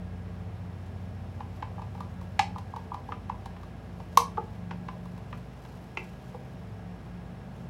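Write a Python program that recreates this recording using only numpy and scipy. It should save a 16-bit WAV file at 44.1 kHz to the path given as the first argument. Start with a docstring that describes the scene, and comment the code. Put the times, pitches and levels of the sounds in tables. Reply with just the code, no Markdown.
"""Scraping out a plastic cup

Close to the microphone, a wooden stick scrapes thick liquid out of a thin plastic cup, held in a
gloved hand over a mould. The stick taps the wall, which rings briefly near 1 kHz and a few times
buckles with a loud snap. The glove rustles on the cup; motors hum all round the small room."""
import sys
import numpy as np
from scipy import signal
from scipy.fft import rfft, irfft, next_fast_len
from scipy.io import wavfile
from scipy.ndimage import uniform_filter1d, map_coordinates

SR = 44100
rng = np.random.default_rng(int(sys.argv[2]) if len(sys.argv) > 2 else 0)


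def master(y):
    """Save y as 16-bit WAV."""
    cut = np.clip(np.atleast_2d(y).T, -1, 1)
    pcm = np.round(cut * 32767)  # scale
    wavfile.write(sys.argv[1], SR, pcm.astype(np.int16))


N = 339129
TIME = np.arange(N) / SR


def stick_taps():
    """The contact point favours the modes near one pitch; a harder contact gives a brighter click."""
    # stick on cup: (time [s], ring [dB], favoured pitch [Hz], click [dB], hardness [dB])
    taps = [(1.404, -40, 790, -68, -6.5), (1.624, -36, 865, -63, -9.5), (1.779, -45.5, 820, -78, -2),
            (1.791, -44, 880, -73, 0), (1.818, -44.5, 910, -67, 1), (1.948, -47.5, 780, -71, 1),
            (1.976, -49, 830, -76, -1), (2.004, -40, 1060, -60, 4), (2.212, -52, 1020, -68.5, 6),
            (2.558, -40, 910, -70, 3), (2.582, -46.5, 890, -59, 4), (2.735, -40.5, 940, -81, 4),
            (2.761, -35.5, 890, -60.5, 3), (2.916, -36.5, 980, -78, 4), (2.942, -36, 920, -60, 2),
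            (3.087, -40, 750, -70, 1), (3.12, -36.5, 1140, -63.5, -10.5), (3.295, -32.5, 933, -63.5, -5.5),
            (3.457, -43.5, 890, -58.5, 5), (3.564, -52, 880, -74, -9.5), (3.631, -51, 1110, -67, 3),
            (4.0, -48, 910, -67.5, 0), (4.371, -40, 1250, -67, -5), (4.709, -42, 940, -60, -7.5),
            (4.884, -40, 970, -61, -6), (5.055, -52, 1060, -70, 8), (5.177, -54, 950, -69, 7),
            (5.327, -44, 1100, -68, -13.5), (5.649, -54, 900, -65.5, 0), (6.344, -42, 600, -72, 0)]
    # lowest modes of the cup: (frequency [Hz], t60 [s])
    cup_modes = [(480, 0.11), (835, 0.034), (985, 0.05), (1140, 0.028)]
    # crowded upper modes of the wall, in three groups from dull to bright: (frequency [Hz], level [dB])
    clack = [(600, 2), (1100, -11), (1450, 6), (1900, 0.5), (2600, -2), (3100, -5), (4500, -24),
             (9000, -50)]
    crack = [(1500, -27), (3000, 4), (3900, 9.5), (5000, 3), (6200, 0.5), (7500, -11.5), (12000, -56)]
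    tick = [(3500, -24), (7000, 5), (9000, -2), (11000, 5), (13500, -10), (16000, 0.5)]
    falloff_db_per_octave, grip_detune = 24, 0.028
    out, t = np.zeros(N), np.arange(SR // 10) / SR
    for s, ring_db, favoured_hz, click_db, hardness_db in taps:
        shares = from_db([-falloff_db_per_octave * abs(np.log2(hz / favoured_hz)) for hz, _ in cup_modes])
        shares /= np.linalg.norm(shares)
        for k, ((hz, t60), share) in enumerate(zip(cup_modes, shares)):
            gripped_hz = hz * (1 + grip_detune * rng.normal())   # the grip shifts each mode
            mode = np.sin(2 * np.pi * gripped_hz * t + k * np.pi / 2)
            ring = unit_blow(mode * dying(t, t60, rise_s=0.0035))
            add(out, s, from_db(ring_db) * share * ring)
        # a hard contact trades clack for tick
        clack_db, tick_db = click_db + 8.5 - hardness_db, click_db - 8.5 + hardness_db
        add(out, s, from_db(clack_db) * upper_modes(clack, dying(t, t60=0.055, rise_s=0.00069)))
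        add(out, s, from_db(click_db) * upper_modes(crack, dying(t, t60=0.035, rise_s=0.00072)))
        add(out, s, from_db(tick_db) * upper_modes(tick, dying(t, t60=0.033, rise_s=0.0008)))
    return out


def wall_snaps():
    """A crease flips with a sharp burst; the whole wall follows within two milliseconds and rings."""
    # each buckled shape has modes of its own: (time [s], burst level [dB], burst t60 [s],
    # modes (frequency [Hz], level [dB], t60 [s]), burst spectrum (frequency [Hz], level [dB]))
    snaps = [ (2.3922, -26.5, .022, [(774, -16, 0.063), (847, -9.5, 0.052), (1702, -17, 0.025),
             (2040, -29, 0.056), (2320, -28, 0.039), (2693, -20.5, 0.028)], [(600, -11), (1200, 8.5),
             (1450, -17), (2200, 3.5), (2800, 0.5), (3400, -5), (4260, -5.5), (4700, -8.5), (7000, -15),
             (11600, -31.5), (15500, -46)]), (4.1730, -26.5, 0.011, [(474, -30.5, 0.16), (930, -27, .04),
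             (963, 5, 0.013), (1105, -0.5, 0.036), (1176, -18, 0.039)], [(700, -25), (1400, -3.5),
             (2060, -2.5), (2800, -4.5), (3800, -1.5), (5160, -7), (6200, 1), (7000, -10), (8800, -12.5),
             (11500, -7.5), (16000, -19)]), (4.3787, -46, 0.034, [(377, -33.5, .12), (455, -31.5, 0.11),
             (854, -18.5, 0.075), (1240, -22, 0.037)], [(400, 3), (1400, 5), (2200, -16), (6000, -43)]),
             (5.9715, -38, 0.03, [(366, -39, 0.12), (880, -26.5, 0.038), (1095, -29, 0.034),
             (2077, -25.5, 0.034), (2460, -25, 0.01), (2697, -25, 0.038)], [(600, 0), (1100, -1), (1500, 5),
             (1700, -9), (2500, 11.5), (3700, -12.5), (6200, -16), (12000, -55)])]
    out, t = np.zeros(N), np.arange(SR // 10) / SR
    for s, burst_db, flip_t60, modes, spectrum in snaps:
        flip = dying(t, flip_t60, rise_s=0.00052) + from_db(-11) * dying(t, t60=0.048, rise_s=0.0005)
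        add(out, s, from_db(burst_db) * upper_modes(spectrum, flip))
        # neighbouring modes start in opposite directions, so the ring swells before it dies
        for k, (hz, db, t60) in enumerate(modes):
            ring = np.sin(2 * np.pi * hz * t) * dying(t, t60, rise_s=0.0017)
            add(out, s, (-1) ** k * from_db(db) * ring)
    return out


def upper_modes(spectrum, envelope):
    """So many modes start together that they ring as a short burst of noise."""
    burst = rng.standard_normal(len(envelope)) * envelope
    return unit_blow(with_colour(burst, spectrum, grain_hz=600))


def glove(grain_db, crackle_db, crackles_per_s, jerk_db, jerks_per_s):
    """Rubber slips over plastic in small uneven jerks and crackles as it lets go."""
    # how strongly the glove slides, most while the cup is turned back: (time [s], level [dB])
    rub = [(0, -88), (.7, -77), (1.4, -76), (2.3, -73.5), (3.3, -80), (4.3, -71.5), (4.8, -79), (5.35, -73),
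           (5.7, -68.5), (5.93, -71.5), (6.1, -63.5), (6.17, -70), (6.4, -73), (6.7, -81), (7.5, -84),
           (7.61, -66), (7.69, -84)]
    # rustle of rubber on plastic: (frequency [Hz], level [dB])
    rustle = [(1000, -13), (3000, 5), (6500, 0.5), (9000, -5.5), (12500, -3), (16000, -11)]
    level_db = in_time(rub) + jerk_db * drift(jerks_per_s)
    slide = rms_one(noise(rustle) * from_db(grain_db * drift(120)))
    releases = (rng.random(N) < crackles_per_s / SR) * from_db(rng.uniform(-13, 0, N))
    tick = upper_modes(rustle, dying(np.arange(SR // 50) / SR, t60=0.0103, rise_s=0.0003))
    crackle = rms_one(signal.fftconvolve(releases, tick)[:N])
    return from_db(level_db) * rms_one(slide + from_db(crackle_db) * crackle)


def room(x, tail_db):
    """The small room returns two distinct echoes and a diffuse tail that dies sooner in the treble."""
    # early echoes from table and walls: (delay [s], level [dB])
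    echoes = [(0.0192, -16.5), (0.034, -20)]
    # decay of the reverberation: (frequency [Hz], t60 [s])
    decay = [(200, 0.21), (1000, 0.28), (2500, 0.27), (6000, 0.27), (15000, 0.12)]
    # colour of the reverberation: (frequency [Hz], level [dB])
    colour = [(100, -10), (400, 5), (1000, -0.5), (1600, -6.5), (2500, 4), (3300, -1), (5300, 5),
              (6300, 0.5), (9000, 3.5), (14000, -2.5)]
    t, edges_hz = np.arange(SR // 2) / SR, np.geomspace(200, 16000, 9)
    tail = np.zeros(len(t))
    for low, high in zip(edges_hz, edges_hz[1:]):
        bandpass = signal.butter(2, [low, high], "band", fs=SR, output="sos")
        band = signal.sosfilt(bandpass, rng.standard_normal(len(t)))
        tail += band * dying(t, at_hz(decay, np.sqrt(low * high)), rise_s=0.0061)
    tail = with_colour(tail, colour, grain_hz=128)
    response = from_db(tail_db) * tail / np.linalg.norm(tail)
    soft = np.hanning(SR // 2500)   # cluttered surfaces send back little treble
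    for delay_s, db in echoes:
        add(response, delay_s, from_db(db) * soft / soft.sum())
    return signal.fftconvolve(x, response)[:N]


def room_tone():
    """The bed behind the cup: a fan, a pump, their drones and the rush of air."""
    # partials of the two motors: (multiple of the shaft speed, level [dB])
    fan_partials = [(2, -50.5), (4, -56.5), (6, -60.5), (8, -59.5), (15, -63.5), (19, -93), (21, -68),
                    (26, -64.5)]
    pump_partials = [(2, -62.5), (3, -58), (5, -53), (6, -59.5), (7, -57.5)]
    # wavering tones in the hum: (frequency [Hz], width [Hz], level [dB])
    hum_tones = [(203, 1.2, -56), (239, 8.7, -67.5), (251, 8, -64.5), (359, 9, -67.5), (1646, 20, -69),
                 (5340, 250, -80), (7700, 80, -93), (10500, 770, -84), (11480, 80, -91)]
    # moving air in the room: (frequency [Hz], relative level [dB])
    air = [(25, -42), (40, -28), (55, -6.5), (90, -2.5), (140, -2), (220, -5), (310, -10), (700, -10.5),
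           (1200, -18.5), (2700, -26.5), (5000, -37), (8000, -43.5), (13000, -51.5), (16000, -47)]
    fan = motor(turns_hz=29.47, partials=fan_partials, wander=0.001, flutter_db=1.84)
    pump = motor(turns_hz=25.9, partials=pump_partials, wander=0.00185, flutter_db=2.5)
    tones = sum(from_db(db) * wavering(hz, width_hz) for hz, width_hz, db in hum_tones)
    return fan + pump + drones() + tones + from_db(-48.5) * noise(air)


def motor(turns_hz, partials, wander, flutter_db):
    """Partials of a shaft whose speed wanders a little; each flutters in level."""
    turns = np.cumsum(turns_hz * (1 + wander * drift(1.485))) / SR
    out = np.zeros(N)
    for multiple, db in partials:
        amplitude = np.sqrt(2) * from_db(db + flutter_db * drift(2.967))
        out += amplitude * np.sin(2 * np.pi * (multiple * turns + rng.random()))
    return out


def drones():
    """Three strong low tones: the lowest fades, the middle one throbs slowly, the highest faster."""
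    # slow rise and fall of each drone: (time [s], level [dB])
    low_levels = [(0, -40), (2, -43.5), (4.4, -48.5), (4.95, -63), (7.69, -58)]
    mid_levels = [(0, -49), (0.6, -45.5), (2.6, -46), (3.7, -55), (4.4, -46), (5.35, -49.7), (5.75, -58),
                  (6.3, -66), (6.75, -46.5), (7.69, -55.5)]
    high_levels = [(0, -46.5), (1.4, -53.5), (1.8, -47), (2.55, -49), (3.0, -51.5), (3.6, -50.5),
                   (4.2, -42), (4.5, -54.5), (4.75, -40.5), (5.6, -55), (6.45, -57.5), (6.85, -47),
                   (7.2, -45.5), (7.4, -58.5), (7.69, -47)]
    mid_db = in_time(mid_levels) + throb_db(beats_per_s=1.464, swell_at_s=0.5, depth=0.3)
    high_db = in_time(high_levels) + throb_db(beats_per_s=2.743, swell_at_s=0.31, depth=0.36)
    low = motor(turns_hz=89.8, partials=[(1, in_time(low_levels))], wander=0.002, flutter_db=1.0)
    mid = motor(turns_hz=103.6, partials=[(1, mid_db)], wander=0.0049, flutter_db=1.1)
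    high = motor(turns_hz=177.5, partials=[(1, high_db)], wander=0.00505, flutter_db=1.0)
    return low + mid + high


def throb_db(beats_per_s, swell_at_s, depth):
    """Level of a tone that beats against a weaker one of nearly equal pitch."""
    neighbour = depth * np.exp(2j * np.pi * beats_per_s * (TIME - swell_at_s))
    return 20 * np.log10(np.abs(1 + neighbour))


def wavering(hz, width_hz):
    """A tone whose strength and phase wander; rms 1."""
    phase = 2 * np.pi * hz * TIME
    return rms_one(drift(2 * width_hz) * np.sin(phase) + drift(2 * width_hz) * np.cos(phase))


def noise(spectrum):
    """Random phases under a smooth spectrum; rms 1."""
    hz = np.fft.rfftfreq(next_fast_len(N) * 2, 1 / SR)
    bins = from_db(at_hz(spectrum, hz)) * np.exp(2j * np.pi * rng.random(len(hz)))
    return rms_one(irfft(bins)[:N])


def drift(changes_per_s):
    """A smooth random curve; rms 1."""
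    knots = rng.standard_normal(4096)
    curve = map_coordinates(knots, [TIME[::16] * changes_per_s], order=3, mode="wrap")
    return rms_one(curve).repeat(16)[:N]


def with_colour(x, spectrum, grain_hz):
    """Give a short sound its broad colour, keeping detail finer than grain_hz, and fade it out."""
    bins, hz = rfft(x), np.fft.rfftfreq(len(x), 1 / SR)
    grain_bins = max(round(grain_hz / hz[1]), 1)
    flattened = bins / np.sqrt(uniform_filter1d(np.abs(bins) ** 2, grain_bins) + 1e-9)
    return irfft(flattened * from_db(at_hz(spectrum, hz)), len(x)) * np.linspace(1, 0, len(x))


def dying(t, t60, rise_s):
    """Quick rise, exponential decay."""
    return (1 - np.exp(-(t / rise_s) ** 2)) * from_db(-60 * t / t60)


def add(track, s, sound):
    """Lay a sound into a track at time s."""
    start = round(s * SR)
    track[start:start + len(sound)] += sound[:N - start]


def in_time(points):
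    """One value per sample from (time, value) points."""
    return np.interp(TIME, *np.transpose(points))


def at_hz(points, hz):
    """Read (frequency, value) points on a log-frequency axis."""
    f, value = np.transpose(points)
    return np.interp(np.log(hz + 1e-9), np.log(f), value)


def unit_blow(x):
    """Scale a short sound to the energy of 20 ms at rms 1."""
    return x / np.sqrt(np.sum(x ** 2) / (SR / 50))


def rms_one(x):
    """Scale to unit rms."""
    return x / np.sqrt(np.mean(x ** 2) + 1e-20)


def from_db(db):
    """Decibels to gain."""
    return 10 ** (np.asarray(db) / 20)


def scene():
    """Cup and glove close to one microphone, the hum all round."""
    cup = stick_taps() + wall_snaps()
    cup += glove(grain_db=3.5, crackle_db=-5, crackles_per_s=62, jerk_db=2.2, jerks_per_s=12)
    return (cup + room(cup, tail_db=-8.5) + room_tone())[None]


def record(dry):
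    """The top is cut steeply above 15.9 kHz."""
    return signal.sosfilt(signal.ellip(10, 0.1, 80, 15900, fs=SR, output="sos"), dry)


dry = scene()
out = record(dry)
master(out)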